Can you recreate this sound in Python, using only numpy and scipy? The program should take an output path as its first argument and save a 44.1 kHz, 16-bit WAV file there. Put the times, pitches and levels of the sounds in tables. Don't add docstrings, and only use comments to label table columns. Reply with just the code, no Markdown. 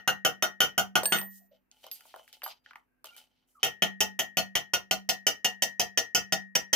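import sys
import numpy as np
from scipy import signal
from scipy.fft import rfft, irfft, next_fast_len
from scipy.io import wavfile
from scipy.ndimage import uniform_filter1d

SR = 44100
rng = np.random.default_rng(int(sys.argv[2]) if len(sys.argv) > 2 else 0)


def volts_from_db(level):
    exponent = np.asarray(level, float) / 20
    return 10 ** exponent


def wrap_up_sound(samples):
    columns = np.atleast_2d(samples).T
    tamed = np.clip(columns, -1, 1)
    steps = np.round(tamed * 32767).astype(np.int16)
    wavfile.write(sys.argv[1], SR, steps)


N = 297675
LEAD = round(.15 * SR)


def at_hz(points, hz, axis=1):
    points = np.array(points, float)
    return np.interp(np.log(hz), np.log(points[:, 0]), points[:, axis])


def band(x, low_hz, high_hz):
    return signal.sosfilt(signal.butter(2, [low_hz, high_hz], "band", fs=SR, output="sos"), x)


def half_octaves():
    edges = 25 * 2 ** np.arange(0, 9.6, .5)
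    return [(low, high, np.sqrt(low * high)) for low, high in zip(edges, edges[1:])]


def ring(force, hz, t60):
    r, w = volts_from_db(-60 / (t60 * SR)), 2 * np.pi * hz / SR
    return signal.lfilter([0, np.sin(w)], [1, -2 * r * np.cos(w), r * r], force + 1e-18)


def place(times, shapes):
    length = shapes.shape[1]
    line = np.zeros(LEAD + N + length)
    starts = np.round(np.array(times) * SR).astype(int) + LEAD
    np.add.at(line, starts[:, None] + np.arange(length), shapes)
    return line[:LEAD + N]


def sides(x, spread_db, count=4):
    lean_db, lag = rng.normal(0, spread_db), rng.integers(0, count)
    return np.array([volts_from_db(lean_db / 2) * x, volts_from_db(-lean_db / 2) * np.roll(x, lag)])


def strike(touches, modes, scatter_db, count=4):
    s, level_db = np.transpose(touches)
    out = 0
    for hz, mode_db, t60 in modes:
        clicks = volts_from_db(level_db + mode_db + rng.normal(0, scatter_db, len(s)))
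        out = out + sides(ring(place(s, clicks[:, None]), hz, t60), scatter_db, count=count)
    return out


# (per Hz, relative)
FLOOR_COLOUR = [(18, -34.5), (30, -10), (252, -6), (666, -15), (2750, -21), (3140, -35), (8080, -37.5),
                (12300, -29), (16000, -28.5)]
# f/Hz, level/dB (peak of the sine)
HUM_TONES = [(49, -87), (100, -100), (151, -104), (251, -84)]
FLOOR_DB = -80.5


def quiet():
    hz = np.fft.rfftfreq(N, 1 / SR) + 1
    noise = irfft(rfft(rng.standard_normal((2, N))) * volts_from_db(at_hz(FLOOR_COLOUR, hz)), N)
    t, hum = np.arange(N) / SR, 0
    for f, level_db in HUM_TONES:
        hum = hum + volts_from_db(level_db) * np.sin(2 * np.pi * f * t + rng.uniform(0, 2 * np.pi, (2, 1)))
    return volts_from_db(FLOOR_DB) * noise / noise.std() + hum


# f/Hz, level/dB (relative), t60/s (time to fade by 60 dB)
ROOM_ECHO = [(40, -10.5, 0.26), (201, -2, 0.23), (700, 6, 0.17), (2820, -6.5, 0.17), (6800, 1.5, .14),
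             (11000, -3, 0.11), (15000, 1, 0.14)]


def workshop(x):
    t, echo = np.arange(round(.5 * SR)) / SR, 0
    for low, high, hz in half_octaves():
        t60 = at_hz(ROOM_ECHO, hz, axis=2)
        fade = volts_from_db(at_hz(ROOM_ECHO, hz) - 60 * t / t60) * np.clip(t / 0.0016, 0, 1)
        per_energy = np.sqrt(t60 * SR / (6 * np.log(10)))
        echo = echo + band(rng.standard_normal((2, len(t))), low, high) * fade / per_energy
    size = next_fast_len(x.shape[1] + len(t))
    return irfft(rfft(x.mean(axis=0), size) * rfft(echo, size), size)[:, :x.shape[1]]


JOLT_DB, JOLT_HZ = -55, (20, 60)


def jolts():
    s = np.transpose(BLOW_LIST)[0]
    pushes = volts_from_db(JOLT_DB) * rng.standard_normal((len(s), 2))
    low_hz, high_hz = JOLT_HZ
    return np.array([band(place(s, push[:, None] * SR / high_hz), low_hz, high_hz) for push in pushes.T])


# start t/s, length/s, fine rustle level/dB, dry rubbing level/dB
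BRUSH_LIST = [(1.298, 0.09, -55, -83), (1.51, .04, -90, -73.5), (1.71, .12, -72.5, -71.5),
              (1.829, 0.05, -68.5, -58), (1.913, .01, -50, -63), (1.95, 0.29, -65.5, -66.5),
              (2.273, 0.018, -60, -66), (2.326, 0.016, -58, -56.5), (2.43, 0.063, -56, -52.5),
              (2.638, 0.07, -80.5, -67), (2.75, 0.017, -76, -71), (3.042, 0.025, -59.5, -57.5),
              (3.097, 0.054, -77, -68), (3.164, 0.046, -57.5, -59.5), (3.29, .2, -95, -84),
              (3.469, 0.073, -70.5, -97.5), (3.59, .04, -92, -73)]
BRUSH_RISE_S, BRUSH_FADE_DB_PER_S, SCUFF_UNDER_RUB_DB = .012, 331, 20
FRAME_RUBS_PER_S, FRAME_RUB_DB = 300, -6


def rustle():
    start, length, fine_db, rub_db = np.transpose(BRUSH_LIST)
    t, out = np.arange(N) / SR, 0
    coarse = np.arange(0, N, 32) / SR
    age = coarse - start[:, None]
    fade_db = BRUSH_FADE_DB_PER_S * np.maximum(age - length[:, None], 0)
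    shape = np.clip(age / BRUSH_RISE_S, 0, 1) * volts_from_db(-fade_db)
    # level, band (Hz), how alike the two microphones are
    registers = [(rub_db - SCUFF_UNDER_RUB_DB, 400, 2700, .7),
                 (rub_db, 2000, 5550, .4),
                 (fine_db, 5000, 19845, .2)]
    for level_db, low, high, alike in registers:
        grains = rng.standard_normal((3, N)) * volts_from_db(4.0 * np.minimum(rng.exponential(1, N), 4))
        steps = np.arange(0, 7, .03)
        patches_db = 5.0 * np.interp(t, steps, rng.standard_normal(len(steps)))
        mixed = alike * grains[0] + (1 - alike) * grains[1:]
        x = volts_from_db(patches_db) * band(band(mixed, low, high), low, high)
        out = out + x / x.std() * np.interp(t, coarse, volts_from_db(level_db) @ shape)
    rubs = (rng.random(N) < FRAME_RUBS_PER_S / SR) * rng.standard_normal(N)
    rubbing = rubs * np.interp(t, coarse, volts_from_db(rub_db) @ shape)
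    frame = sum(volts_from_db(mode_db + rng.normal(0, 3.0)) * ring(rubbing, hz, t60)
                for hz, mode_db, t60 in TUBE_MODES)
    return out + volts_from_db(FRAME_RUB_DB) * band(frame, 480, 9000)


# start t/s, length/s, level/dB (relative), from f/Hz, to f/Hz
SQUEAK_LIST = [(1.39, 0.054, -74, 720, 680), (1.507, 0.046, -66.5, 588, 570),
               (2.85, 0.26, -85.5, 1577, 1577), (3.083, 0.032, -60, 2800, 2800),
               (3.063, .15, -65.5, 1400, 1400), (3.118, .05, -66, 2350, 2350),
               (3.543, 0.055, -58, 1403, 1075)]


def squeaks():
    out = np.zeros(LEAD + N)
    for s, length, level_db, from_hz, to_hz in SQUEAK_LIST:
        u = np.linspace(0, 1, round(length * SR))
        points = len(u) // 250
        waver = 0.7 + np.interp(u, np.linspace(0, 1, points), rng.standard_normal(points))
        phase = 2 * np.pi * np.cumsum(from_hz + (to_hz - from_hz) * u) / SR
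        swell = np.abs(np.sin(np.pi * u))
        out += place([s], (volts_from_db(level_db + 4) * swell * waver * np.sin(phase))[None])
    return out


# t/s, level/dB (relative),
# f/Hz, brightness level/dB (relative)
KNOCK_LIST = [(1.033, -23, 700, -12.5), (1.048, -24, 666, -20), (1.056, -30, 595, 3),
              (1.186, -30, 1800, -8), (1.214, -35.5, 690, -5.5), (1.229, -38, 900, -14.5),
              (1.714, -45, 5000, -31), (1.842, -39, 660, -22), (1.866, -37, 710, -14),
              (1.914, -27, 4770, -17), (2.007, -44.5, 1630, -12.5), (2.054, -40, 860, -31),
              (2.141, -31.5, 810, -38), (2.161, -35, 716, -23), (2.194, -38, 800, -35),
              (2.278, -48.5, 1880, -16), (2.328, -40.5, 4190, -13), (2.419, -32.5, 1780, -33),
              (2.433, -30.5, 885, -30), (2.44, -35.5, 4550, -10), (2.463, -30.5, 1090, -16),
              (2.478, -43, 670, -3), (2.661, -41.5, 1990, -39), (2.709, -36, 1410, -35),
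              (2.733, -41.5, 1420, -33), (2.757, -33.5, 1420, -32.5), (3.043, -34.5, 735, -13.5),
              (3.057, -48, 643, -2), (3.165, -51, 1400, -2.5)]
KNOCK_T60_S = .03


def knocks():
    out = np.zeros(LEAD + N)
    t = np.arange(round(.15 * SR)) / SR
    fade = np.exp(-t / 0.0017) + volts_from_db(-19 - 60 * t / KNOCK_T60_S)
    for s, level_db, hz, bright_db in KNOCK_LIST:
        noise = rng.standard_normal((2, len(t))) * fade
        body = band(noise[0], hz / 1.4, hz * 1.485) * np.sqrt(SR / 2 / hz)
        tick = volts_from_db(bright_db + 13.5) * band(noise[1], 2400, 17000)
        out += place([s], volts_from_db(level_db - 3) * (body + tick)[None])
    return out


# t/s, level/dB
CLINK_TOUCHES = [(1.914, -47), (2.435, -40.5)]
# f/Hz, level/dB (relative), t60/s
TOOL_MODES = [(4760, -7.5, 0.28), (12520, 7.5, 0.14)]


def clinks():
    return strike(CLINK_TOUCHES, TOOL_MODES, scatter_db=2)


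# t/s, level/dB
BEARING_TOUCHES = [(1.036, -39), (1.057, -24.5), (1.123, -27), (1.187, -39.5)]
# f/Hz, level/dB (relative), t60/s
BEARING_MODES = [(1696, -14, .3), (4460, -13, .22), (8651, 0, .2), (8666, -.5, .2), (14230, -6, .45)]


def loose_bearing():
    return strike(BEARING_TOUCHES, BEARING_MODES, scatter_db=.5, count=1)


# t/s, sizzle level/dB (hardness), tube ring level/dB, arm ring level/dB (all relative)
BLOW_LIST = [(0.0755, -30, -18, -32.5), (0.2488, -27, -13, -37), (0.4237, -29, -16, -34.5),
             (0.604, -21, -9, -37), (0.7783, -25, -15.5, -49), (0.9542, -30, -14.5, -40),
             (1.1219, -26.5, -8, -28), (3.6303, -24.5, -12, -33), (3.8212, -31.5, -12.5, -30.5),
             (4.0044, -26.5, -14.5, -34), (4.1908, -31.5, -20.5, -33.5), (4.37, -27, -11.5, -35),
             (4.5531, -30, -12, -37), (4.7349, -30, -15.5, -42), (4.9101, -28, -14.5, -45),
             (5.0898, -28.5, -16.5, -34), (5.2667, -25, -12.5, -35.5), (5.4454, -30, -17.5, -32),
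             (5.6217, -28.5, -18.5, -30.5), (5.796, -28, -17, -33.5), (5.9742, -28, -14, -31),
             (6.148, -25.5, -13.5, -32.5), (6.3229, -33, -17, -29.5), (6.5521, -28.5, -13.5, -33.5),
             (6.7295, -25, -11.5, -28)]
BLOW_BEFORE = (-.1, -27, -12, -35)
COLOUR_HZ = [900, 3000, 6000, 11000]
# f/Hz, level/dB (relative), t60/s
TUBE_MODES = [(172, -31, .15), (194, -16, .6), (245, -29, .3), (575, -16, .05), (640, -22, .04),
              (743, -8, .09), (790, -4, .06), (860, -10, .1), (960, -15, .04), (1440, -11, .04),
              (1523, -19, .04), (2153, -18, .07), (2347, -22, .04), (2676, -13, .05), (3498, -13, .04),
              (3639, -14, .06), (4075, -16, .04), (4290, -16, .06), (2826, -12, .08), (3035, 2, .04),
              (3124, -2, .035), (3190, -7, .04), (5097, -10, .03), (5820, -3, .025), (6050, -5, .025),
              (7220, -12, .03)]
# f/Hz, level/dB (relative), t60/s
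ARM_MODES = [(1767, -13, .38), (1873, -1, .42), (1955, -7, .2)]
# (per Hz, relative)
CRACK_COLOUR = [(30, -20), (100, -54), (250, -25.5), (450, -22), (750, -2), (1000, -3), (1500, -13.5),
                (3000, -10), (5000, -7.5), (8000, -7), (10500, .5), (15000, -1.5)]
# until t/s, f/Hz, width/octaves, level/dB
PROUD_SHELL = (2.0, 1470, 0.34, 13.76)
THUD_DB = (-26, -31)
CLANK_OVER_SIZZLE_DB = (7, 17)
RATTLE_S = (0.026, .019)


def hammer():
    s, sizzle_db, tube_db, arm_db = np.transpose([BLOW_BEFORE] + list(BLOW_LIST))
    seating = (THUD_DB, CLANK_OVER_SIZZLE_DB, RATTLE_S)
    thud_db, clank_db, rattle_s = (np.linspace(*ends, len(s)) for ends in seating)
    t = np.arange(round(.06 * SR)) / SR
    noise = rng.standard_normal((len(s), 2, len(t)))
    contact = noise[:, 1] * np.exp(-t / 0.004) * np.minimum(t / .0008, 1)
    touches = (np.abs(noise[:, 0]) > 1.8) * noise[:, 1]
    rattle = touches * np.exp(-(t / rattle_s[:, None]) ** 3)
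    push = np.exp(-t / .001)
    force = volts_from_db(-12) * contact + volts_from_db(-10) * rattle + volts_from_db(-21) * push
    colours = np.transpose([thud_db, tube_db, sizzle_db + clank_db, sizzle_db])
    until, shell_hz, octaves, shell_db = PROUD_SHELL

    def tone_db(hz):
        shell = (s < until) * shell_db * np.exp(-(np.log2(hz / shell_hz) / octaves) ** 2)
        return shell + np.array([np.interp(np.log(hz), np.log(COLOUR_HZ), c) for c in colours])

    out = strike(np.transpose([s, arm_db]), ARM_MODES, scatter_db=0.0)
    for hz, mode_db, t60 in TUBE_MODES:
        gain = volts_from_db(tone_db(hz) + mode_db - 13.5 + rng.normal(0, 3.0, len(s)))
        out = out + sides(ring(place(s, gain[:, None] * force), hz, t60), 1)
    for low, high, hz in half_octaves():
        gain = volts_from_db(tone_db(hz) + at_hz(CRACK_COLOUR, hz) + 20.5)
        out = out + sides(band(place(s, gain[:, None] * force), low, high), 0.61, count=8)
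    return out


def scene():
    blows = volts_from_db(1) * hammer()
    small = clinks() + sides(knocks() + squeaks(), 1.5)
    bearing = loose_bearing()
    direct = band(blows + small, 200, 17000) + bearing
    room = workshop(blows + volts_from_db(-4) * small + volts_from_db(-9) * bearing)
    return (direct + jolts() + room)[:, LEAD:] + rustle() + quiet()


def low_pass(x):
    return signal.sosfilt(signal.butter(12, 16720, fs=SR, output="sos"), x)


LIMIT_DB = -10
HELD_FALL_DB_PER_S = 260.5


def record(dry):
    over_db = np.maximum(20 * np.log10(np.abs(dry).max(axis=0) + 1e-9) - LIMIT_DB, 0)
    fall_db = HELD_FALL_DB_PER_S * np.arange(N) / SR
    held_db = np.maximum.accumulate(over_db + fall_db) - fall_db
    ahead = round(.001 * SR)
    smooth_db = uniform_filter1d(held_db, 2 * ahead, origin=-ahead // 2)
    limited = dry * volts_from_db(-.8 * smooth_db)
    mix = signal.sosfilt(signal.cheby2(10, 50, 16400, fs=SR, output="sos"), limited)
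    return low_pass(mix)


dry = scene()
out = record(dry)
wrap_up_sound(out)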